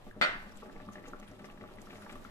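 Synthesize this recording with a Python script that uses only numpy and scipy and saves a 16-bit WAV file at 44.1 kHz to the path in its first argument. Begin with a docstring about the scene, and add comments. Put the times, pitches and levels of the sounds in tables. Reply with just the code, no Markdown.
"""A low stove noise and a bed of small bubbles, heard close on two microphones in a hard-walled kitchen.
Thick milk and grain simmer in a steel pan: collapsing steam pockets ring its modes, bubbles pop as
short rising sines, droplets spit as noise bursts. Once something hard is tapped further off: decaying
modes with reflections, then lingering tones and a noise tail as the room answers.
Stove, burner and hiss are shaped noise; feedback delays are the kitchen around the pan."""
import sys
import numpy as np
from scipy import signal
from scipy.io import wavfile

SR = 44100
rng = np.random.default_rng(int(sys.argv[2]) if len(sys.argv) > 2 else 0)


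def int16_out(signal):
    """Quantize to a 16-bit WAV file."""
    q = np.round(np.clip(np.atleast_2d(signal).T, -1, 1) * 32767)
    wavfile.write(sys.argv[1], SR, q.astype(np.int16))


N = 101429

# stove noise spectrum, relative: [f/Hz, level/dB per Hz]
STOVE_SPECTRUM = [(25, 4.5), (40, -14), (62, -15), (130, -16.5), (200, -6.5), (420, -16), (1000, -17.5),
                  (2500, -25.5), (4000, -27.5), (6000, -38.5), (8000, -28), (12000, -50.5), (14500, -28)]
# movement of the treble hiss, used about its mean: [t/s, level/dB]
HISS_LEVEL = [(0.0, -81), (0.26, -82), (0.38, -77.5), (0.66, -80.5), (1.07, -79.5), (1.77, -80.5),
              (1.94, -75.5), (2.3, -78)]
# left-right likeness of the stove noise at the microphones: [f/Hz, likeness 0-1]
STOVE_LIKENESS = [(30, 0.37), (150, 0.78), (260, 1), (500, 0.32), (2000, 0), (8000, 0.24)]
# deep rumble: [t/s, level/dB rms]
RUMBLE_LEVEL = [(0.0, -59.5), (0.09, -51.5), (0.14, -59), (0.22, -51.5), (0.47, -52), (0.5, -63),
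                (0.58, -38), (0.68, -61), (0.77, -43.5), (0.88, -61), (0.91, -53.5), (1.45, -60.5),
                (2.18, -56), (2.3, -57)]
# low drones of the stove: [f/Hz, width/Hz, level/dB rms]
STOVE_DRONES = [(102.5, 13, -64), (144.6, 3.2, -71), (204.5, 14.6, -63)]
# vigour of the simmer, before the trims of bubbles and knocks: [t/s, level/dB]
SIMMER_LEVEL = [(0.0, -55.5), (0.14, -59), (0.32, -50), (0.46, -52), (0.69, -55.5), (0.99, -53),
                (1.34, -57), (2.1, -52), (2.3, -59)]
# steam pockets collapsing on the bottom: [t/s, strike level/dB, strength of the upper modes/dB]
COLLAPSES = [(0.067, -47.5, 5), (0.164, -39.5, -1), (0.27, -52, 12), (0.46, -46.5, 0), (0.556, -52, -2),
             (0.625, -58, 12.5), (0.647, -46.5, 1.5), (0.685, -48, -12.5), (0.758, -47.5, 3.5),
             (0.812, -43, -9.5), (0.875, -41, -7), (0.972, -42, -8), (1.035, -47, -4), (1.075, -45.5, 3.5),
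             (1.125, -44.5, -1), (1.198, -48, 1.5), (1.313, -47, 3), (1.403, -43.5, -7),
             (1.619, -44.5, 0.5), (1.661, -58, -5), (1.769, -45, -15), (1.912, -49, -10),
             (2.028, -53.5, -9), (2.093, -46.5, -7), (2.124, -44.5, 0), (2.249, -50, -6.5)]
# modes of the full pan: [f/Hz, level/dB, t60/s]
PAN_MODES = [(207.4, -2, 0.14), (267.5, -8, 0.099), (377.6, -4.5, 0.087), (470.3, -7.5, 0.086),
             (605.3, -6, 0.12), (746, -8.5, 0.083), (830, -9.5, 0.11), (1162, -6, 0.12),
             (1320, -13.5, 0.12), (1750, -12, 0.085)]
# bubbles popping at the surface, knock and splash relative to the pop:
# [t/s, peak level/dB, starting f/Hz, knock on the pan/dB, left minus right/dB, splash/dB]
SURFACE_POPS = [(0.068, -61, 1253, -18, -4, -25), (0.1113, -44.5, 1650, -22, 5, -37),
                (0.623, -49, 1220, -4, 0, -24), (.63, -44, 453, -16, 8, -30),
                (0.629, -43.5, 1095, -7, -2, -21), (0.658, -52, 1550, -6, 10, -15),
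                (0.6971, -46.5, 1620, -2, -2, -20), (0.7628, -49, 2080, 1.5, 8, -22),
                (.801, -51.5, 1750, 6, 4, -9), (0.8873, -41.5, 1176, -7, -3, -35),
                (.956, -40, 1750, -5.5, 3, -15.5), (0.9828, -47, 1900, -5, 6, -17),
                (1.04, -46, 1970, -25, 10, -15), (1.0549, -50, 1330, -7, 3, -2),
                (1.134, -36, 1320, -9, -3, -32), (1.203, -55, 1210, -9, 2, -21),
                (1.227, -47, 1880, -1.5, 0, -8), (1.277, -52.5, 3200, -17, 11, -8.5),
                (1.334, -57, 1920, -26, 12, -15), (1.3934, -53.5, 1520, 3.5, 3, -4),
                (1.443, -54, 1940, 7.5, 10.5, -1.5), (1.487, -50, 1100, -6, -7, -14),
                (1.5, -47.5, 2600, -3, 6, -17), (1.575, -57, 1750, -11, 14, -20),
                (1.6104, -48, 1930, -1, 9, -12), (1.639, -47, 1225, 0, -3, -15),
                (1.6892, -55, 1320, 2, -2, -31), (1.785, -49, 1970, -13, 12.5, -11.5),
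                (1.871, -45.5, 1250, -5, 2, -19), (1.904, -51, 1710, 1, 7, -4.5),
                (1.906, -48.5, 2700, -28, 5, -9), (1.93, -48.5, 1470, 1, -2, -7.5),
                (1.956, -50, 2040, -13, 10, -8.5), (2.021, -48.5, 1440, -26, 5, -6),
                (2.065, -48, 910, 0.5, -11, -30), (2.064, -50, 1650, -13, 12, -25),
                (2.095, -41, 2280, -8, 5, -8), (2.124, -50, 1190, -9, 7, -4.5),
                (2.1561, -44, 1160, -1, -2, -26), (2.2493, -42, 1330, -12, 7, -14)]
# the tap and its first reflections: [t/s, strike level/dB, left minus right/dB]
TAP_ARRIVALS = [(0.213, -12.5, 4.5), (0.2233, -18.5, 17), (0.2286, -18, 1), (0.239, -22.5, -16),
                (0.2488, -16.5, 2), (0.262, -28, -21)]
# short body of the tapped thing: [f/Hz, level/dB, t60/s]
TAP_BODY = [(612, -16.5, 0.028), (1350, -18, 0.024), (1430, -7, 0.041), (1543, -16.5, 0.084),
            (2420, -8, 0.037), (3860, -5.5, 0.0096)]
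# lingering metal tones, relative: [f/Hz, level/dB, t60/s]
METAL_TONES = [(607, -2, .3), (705, -10, .45), (1202, -4, .3), (1328, -3, .42), (1414, 0, .37),
               (1533, -1, .5), (1900, -4, .42), (2006, -1, .28), (2049, 0, .42), (2126, -5, .38),
               (2368, -5, .2), (2738, -9, .33), (3094, -7, .3), (3443, -6, .2), (3552, -5, .22),
               (4503, -24, .65), (12200, -23, 0.09)]
# colour of the room's answer to the tap, relative: [f/Hz, level/dB per Hz]
TAIL_COLOUR = [(88, -48), (175, -3), (355, -1), (429, -49), (606, -2.5), (1060, -13), (1380, 0),
               (2590, -9.5), (4260, -9.5), (4520, -27), (4870, -14), (12400, -36.5), (14500, -71)]
# decay of the room's answer: [f/Hz, t60/s]
TAIL_DECAY = [(200, 0.17), (500, 0.33), (1200, 0.62), (2500, 0.53), (5000, 0.29), (12000, 0.13)]
# left-right likeness of the room's answer at the microphones: [f/Hz, likeness 0-1]
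TAIL_LIKENESS = [(150, 0.2), (600, 1), (2000, 0.1), (8000, 0.14)]
# droplets spitting, spray relative to the crack:
# [t/s, relative level/dB, centre f/Hz, left minus right/dB, spray/dB]
DROPLETS = [(0.521, -58, 5370, 0, -8), (0.5716, -48.5, 7500, 5, -13.5), (0.862, -62, 5400, 0, -10),
            (0.933, -52.5, 6560, 3, -6.5), (1.083, -49, 6740, -1, -9), (1.199, -49, 6700, 1, -23),
            (1.283, -55.5, 9400, 1, -10), (1.314, -56, 5500, 0, -19), (1.455, -53.5, 5560, 0, -5.5),
            (1.512, -60, 3900, -4, -14), (1.737, -60, 4700, 1, -11), (1.757, -60, 10600, -4, -11),
            (1.817, -46, 7400, -10, -21.5), (1.862, -60, 6000, -2, -8), (1.971, -56.5, 5920, -1, -10),
            (2.023, -63.5, 10100, -11, -2.5), (2.126, -50, 7600, 1, -11), (2.243, -55, 5800, -12, -20)]

# how much earlier the left microphone hears pan, bubbles and stove noise
LEFT_LEAD_S = 0.00013
# the same for the tap's knock, thin ring and noise tail
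TAP_LEAD_S = 0.00018
STOVE_DB = -57
RUMBLE_HZ, RUMBLE_WIDTH_HZ = 20.2, 8.2
SMALL_PER_S, SMALL_DB, SMALL_CYCLES = 900, -6, 6.5   # cycles to die by 60 dB
SMALL_LOW_HZ, SMALL_HIGH_HZ, SMALL_TILT_DB = 239, 3500, 0   # tilt per octave
KNOCKS_PER_S, KNOCKS_DB = 220, -7   # small random collapses, rate per mode before clumping
GURGLE_S, GURGLE_DB = 0.016, -24.5
THUMP_SOFT_HZ, THUMP_DB, UPPER_FROM_HZ, PAN_LOW_CUT_HZ = 597, 0.5, 320, 203
KNOCK_TILT_DB = 1   # per octave: a pop rings the high modes more than the low
POP_CYCLES, POP_ATTACK_S = 17.4, 0.0011   # cycles to die by 60 dB
POP_RISE = 0.014   # fraction of the pitch gained per time constant of decay
SPLASH_LOW_HZ, SPLASH_HIGH_HZ, SPLASH_DECAY_S = 1100, 2970, 0.017
TAP_SOFT_HZ, TAP_LOW_CUT_HZ = 2700, 500
RING_HZ, RING_DB, RING_PAN_DB = 4505, -33, -12.5
RING_RISE_S, RING_T60_S, RING_STOP_S, RING_STOP_DB = 0.0062, 0.35, 0.25, -26
TONES_DB, TONES_PHASE_SPREAD = -28.5, 0.95   # radians that each microphone lies off the middle
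TAIL_DB, TAIL_RISE_S = -29, 0.00069
SPIT_WIDTH_HZ, SPIT_BROAD_DB, CRACK_S = 1300, -2, 0.0018
SPRAY_S = 0.011   # half width of the spray around the crack
ROOM_DB, ROOM_T60_S, WALL_CUT_HZ = -11, 0.26, 8600
CUTOFF_HZ = 14850


def amp(db):
    """dB to gain."""
    return 10 ** (np.asarray(db) / 20)


def unit(x):
    """Scale to rms 1."""
    return x / np.sqrt(np.mean(x ** 2) + 1e-20)


def curve(rows):
    """Read a (t/s, value) table at every sample."""
    return np.interp(np.arange(N) / SR, *np.transpose(rows))


def at_hz(points, hz):
    """Read a (f/Hz, value) table on a log frequency axis."""
    table = np.array(points)
    return np.interp(np.log(hz), np.log(table[:, 0]), table[:, 1])


def drift(rate_hz):
    """Slow chance of spread 1: low-passed noise made at every 40th sample."""
    r = np.exp(-2 * np.pi * rate_hz * 40 / SR)
    noise = rng.standard_normal(N // 40 + 2002)
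    slow = signal.lfilter([1], [1, -2 * r, r * r], noise)[2000:]
    return np.interp(np.arange(N) / 40, np.arange(len(slow)), unit(slow))


def band_filter(x, low_hz, high_hz):
    """Keep what lies between two frequencies."""
    return signal.sosfilt(signal.butter(2, [low_hz, high_hz], "band", fs=SR, output="sos"), x)


def low_cut(x, order, hz):
    """Remove what lies below a frequency."""
    return signal.sosfilt(signal.butter(order, hz, "high", fs=SR, output="sos"), x)


def soften(x, hz):
    """Dull a strike with two equal one-pole low-passes."""
    r = np.exp(-2 * np.pi * hz / SR)
    return signal.lfilter([(1 - r) ** 2], [1, -2 * r, r ** 2], x)


def ring(clicks, hz, t60):
    """A unit click sets a dying sine of height 1 ringing."""
    r, w = amp(-60 / (t60 * SR)), 2 * np.pi * hz / SR
    # the tiny offset keeps the filter from slowing down in silence
    return signal.lfilter([0, np.sin(w)], [1, -2 * r * np.cos(w), r * r], clicks + 1e-18)


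def late(x, seconds):
    """Delay by interpolated reading."""
    return np.interp(np.arange(N) - seconds * SR, np.arange(N), x, left=0)


def sides(pan_db):
    """Gains in dB of the left and right microphones."""
    return np.array([[pan_db], [-pan_db]]) / 2


def ears(x, lead_s, pan_db=0):
    """Place a sound on two microphones: the left hears it first."""
    return np.array([x, late(x, lead_s)]) * amp(sides(pan_db))


def clicks_at(s, sizes):
    """Clicks at given times."""
    out = np.zeros(N)
    index = np.clip((np.asarray(s) * SR).astype(int), 0, N - 1)
    np.add.at(out, index, sizes)
    return out


def chance_clicks(per_s, spread_db):
    """Random clicks of uneven size and sign."""
    happens = rng.random(N) < per_s / SR
    sizes = amp(spread_db * np.minimum(rng.exponential(1, N), 4))
    return happens * sizes * rng.choice([-1, 1], N)


def puff(rows, low_hz, high_hz):
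    """Short band-passed noise, rms 1."""
    return unit(band_filter(rng.standard_normal((rows, 4000)), low_hz, high_hz))


def bands(spectrum, likeness, lead_s, shape):
    """Half-octave bands of stereo noise, each with its level, likeness and envelope shape(hz)."""
    out, power = 0, 0
    edges = 22 * 2 ** np.arange(0, 9.6, .5)
    white = rng.standard_normal((2, 3, N + SR // 2))
    for k, (low, high) in enumerate(zip(edges, edges[1:])):
        # neighbouring bands take different noise; the filter's start is dropped
        both, left, right = band_filter(white[k % 2], low, high)[:, -N:]
        hz = np.sqrt(low * high)
        alike = np.clip(at_hz(likeness, hz), 0, 1)
        gain = amp(at_hz(spectrum, hz))
        stereo = np.sqrt(alike) * ears(both, lead_s) + np.sqrt(1 - alike) * np.array([left, right])
        out = out + gain * shape(hz) * stereo
        power += gain ** 2 * (high - low) * 2 / SR
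    return out / np.sqrt(power)


def stove():
    """Burner roar and hiss: broad noise whose bands flicker partly together, partly alone."""
    together, fizz, hiss = drift(1.16), drift(33), curve(HISS_LEVEL)
    hiss = hiss - hiss.mean()

    def flicker(hz):
        roar_db = (1.9 * together + 2.55 * drift(10.2)) * (.45 if hz > 2000 else 1)
        fizz_db = 1.6 * fizz * (hz > 2000)
        hiss_db = hiss * np.clip(np.log2(hz / 2500), 0, 1)
        return amp(roar_db + fizz_db + hiss_db)

    return amp(STOVE_DB) * bands(STOVE_SPECTRUM, STOVE_LIKENESS, LEFT_LEAD_S, flicker)


def drones():
    """Deep rumble and low drones: noise twice through narrow resonances."""
    voices = [(RUMBLE_HZ, RUMBLE_WIDTH_HZ, amp(curve(RUMBLE_LEVEL)))]
    voices += [(hz, width, amp(db)) for hz, width, db in STOVE_DRONES]
    out = 0
    for hz, width, gain in voices:
        t60 = 2.2 / width
        noise = rng.standard_normal((3, N + SR))
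        both, left, right = ring(ring(noise, hz, t60), hz, t60)[:, -N:]
        out = out + gain * unit(both + 0.32 * np.array([left, right]))
    return out


def small_bubbles(vigour):
    """A rain of small bubbles: random clicks dealt out to twenty short resonances."""
    clicks = chance_clicks(SMALL_PER_S * amp(3.6 * drift(12)), spread_db=5.0)
    dealt = rng.integers(0, 20, N)
    rings = 0
    for k, hz in enumerate(np.geomspace(SMALL_LOW_HZ, SMALL_HIGH_HZ, 20)):
        tilt = amp(SMALL_TILT_DB * np.log2(hz / 1000))
        rings = rings + tilt * ring(clicks * (dealt == k), hz, SMALL_CYCLES / hz)
    return amp(SMALL_DB) * vigour * unit(rings)


def pan(vigour):
    """Soft collapses with their gurgle, pops and clumps of small knocks all ring the pan's modes."""
    fade = np.exp(-1 / (GURGLE_S * SR))
    collapses, bubbles = np.array(COLLAPSES), np.array(SURFACE_POPS)
    luck = rng.normal(0, 2, (len(collapses), len(PAN_MODES)))   # dB per collapse and mode
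    clumps = KNOCKS_PER_S * amp(5 * drift(5.9))
    pop_knock = clicks_at(bubbles[:, 0], amp(bubbles[:, 1] + bubbles[:, 3]))
    hits, hum = 0, 0
    for k, (hz, level_db, t60) in enumerate(PAN_MODES):
        upper_db = collapses[:, 2] * (hz > UPPER_FROM_HZ)
        strike = clicks_at(collapses[:, 0], amp(collapses[:, 1] + THUMP_DB + luck[:, k] + upper_db))
        # a short fading noise after each collapse
        gurgle = signal.lfilter([1], [1, -fade], strike + 1e-18) * rng.standard_normal(N)
        thump = soften(strike + amp(GURGLE_DB) * gurgle, THUMP_SOFT_HZ)
        knock = amp(KNOCK_TILT_DB * np.log2(hz / 1000)) * pop_knock
        hits = hits + amp(level_db) * ring(thump + knock, hz, t60)
        small_knocks = chance_clicks(clumps * amp(4.9 * drift(4.5)), spread_db=4.5)
        hum = hum + amp(level_db) * ring(small_knocks, hz, t60)
    return low_cut(hits + amp(KNOCKS_DB) * vigour * unit(hum), 3, PAN_LOW_CUT_HZ)


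def pops():
    """Each bubble is a short sine that rises in pitch as it dies, with a small splash."""
    out, t = np.zeros((2, N + 4000)), np.arange(4000) / SR
    onset = 1 - np.exp(-t / POP_ATTACK_S)
    splashes = puff(len(SURFACE_POPS), SPLASH_LOW_HZ, SPLASH_HIGH_HZ)
    for (s, db, hz, _, pan_db, splash_db), noise in zip(SURFACE_POPS, splashes):
        fade = np.log(1000) * hz / POP_CYCLES
        phase = 2 * np.pi * hz * (t + POP_RISE * fade * t ** 2 / 2)
        tone = np.sin(phase) * np.exp(-fade * t) * onset
        splash = amp(splash_db) * noise * np.exp(-t / SPLASH_DECAY_S) * onset
        i = int(s * SR)
        out[:, i:i + 4000] += amp(db + sides(pan_db)) * (tone / np.abs(tone).max() + splash)
    return np.array([out[0, :N], late(out[1, :N], LEFT_LEAD_S)])


def tap_knock():
    """The direct tap and its reflections: softened clicks ring the short body modes."""
    out = 0
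    for s, db, pan_db in TAP_ARRIVALS:
        luck = rng.normal(0, 0.82, len(TAP_BODY))   # dB per mode
        body = 0
        for (hz, mode_db, t60), luck_db in zip(TAP_BODY, luck):
            strike = soften(clicks_at([s], amp(db + mode_db + luck_db)), TAP_SOFT_HZ)
            body = body + ring(strike, hz, t60)
        out = out + ears(body, TAP_LEAD_S, pan_db)
    return low_cut(out, 2, TAP_LOW_CUT_HZ)


def thin_ring(since):
    """One high sine swells, decays and is damped part way."""
    damped_db = RING_STOP_DB * np.clip((np.arange(N) / SR - RING_STOP_S) / 0.011, 0, 1)
    level = amp(RING_DB + damped_db - 60 * since / RING_T60_S)
    thin = level * (1 - np.exp(-since / RING_RISE_S)) * np.sin(2 * np.pi * RING_HZ * since)
    return ears(thin, TAP_LEAD_S, RING_PAN_DB)


def metal_tones(since):
    """Lingering decaying sines, each out of phase between the microphones."""
    out = 0
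    for hz, db, t60 in METAL_TONES:
        start = rng.uniform(0, 2 * np.pi)
        offset = TONES_PHASE_SPREAD * rng.choice([-1, 1]) * np.array([[1], [-1]])
        tone = np.sin(2 * np.pi * hz * since + start + offset)
        out = out + amp(TONES_DB + db - 60 * since / t60) * tone
    return out


def tap():
    """A knock further off with reflections, a thin damped ring, metal tones and the room's noise tail."""
    since = np.maximum(np.arange(N) / SR - TAP_ARRIVALS[0][0], 0)
    rise = 1 - np.exp(-since / TAIL_RISE_S)

    def decay(hz):
        return rise * amp(-60 * since / at_hz(TAIL_DECAY, hz))

    struck = tap_knock() + thin_ring(since) + metal_tones(since) * rise
    tail = bands(TAIL_COLOUR, TAIL_LIKENESS, TAP_LEAD_S, decay)
    return struck + amp(TAIL_DB) * tail


def spits():
    """Each spit is a sharp bright noise crack inside a softer spray."""
    out, t = np.zeros((2, N + 4000)), np.arange(-1500, 2500) / SR
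    for s, db, hz, pan_db, spray_db in DROPLETS:
        narrow = puff(2, hz - SPIT_WIDTH_HZ / 2, hz + SPIT_WIDTH_HZ / 2)
        noise = narrow + amp(SPIT_BROAD_DB) * puff(2, 1900, 11600)
        crack = (t > 0) * np.exp(-np.maximum(t, 0) / CRACK_S)
        spray = amp(spray_db) * np.exp(-.5 * (t / SPRAY_S) ** 2)
        i = int(s * SR) - 1500   # the spray starts ahead of the crack
        out[:, i:i + 4000] += amp(db - 6 + sides(pan_db)) * noise * (crack + spray)
    return out[:, :N]


def kitchen(x):
    """Hard walls: six feedback delays a side, duller on every round."""
    out, dull = np.zeros((2, N)), np.exp(-2 * np.pi * WALL_CUT_HZ / SR)
    lags = (rng.uniform(.012, .04, 12) * SR).astype(int)
    for k, lag in enumerate(lags):
        loop, state = x.copy(), [0.]
        gain = amp(-60 * lag / SR / ROOM_T60_S)
        for i in range(lag, N, lag):
            back, state = signal.lfilter([gain * (1 - dull)], [1, -dull], loop[i - lag:i], zi=state)
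            loop[i:i + lag] += back[:N - i]
        out[k % 2] += (loop - x) * (-1) ** (k // 2)
    return out


def scene():
    """Pan and bubbles with the kitchen around them, spits, the tap further off, the stove below."""
    vigour = amp(curve(SIMMER_LEVEL))
    milk = ears(pan(vigour) + small_bubbles(vigour), LEFT_LEAD_S, pan_db=2.5) + pops()
    room = amp(ROOM_DB) * kitchen(milk.mean(axis=0))
    return milk + room + spits() + tap() + stove() + drones()


def record(dry):
    """The top is cut steeply, by 60 dB from the cutoff up."""
    return signal.sosfilt(signal.cheby2(14, 60, CUTOFF_HZ, fs=SR, output="sos"), dry)


dry = scene()
out = record(dry)
int16_out(out)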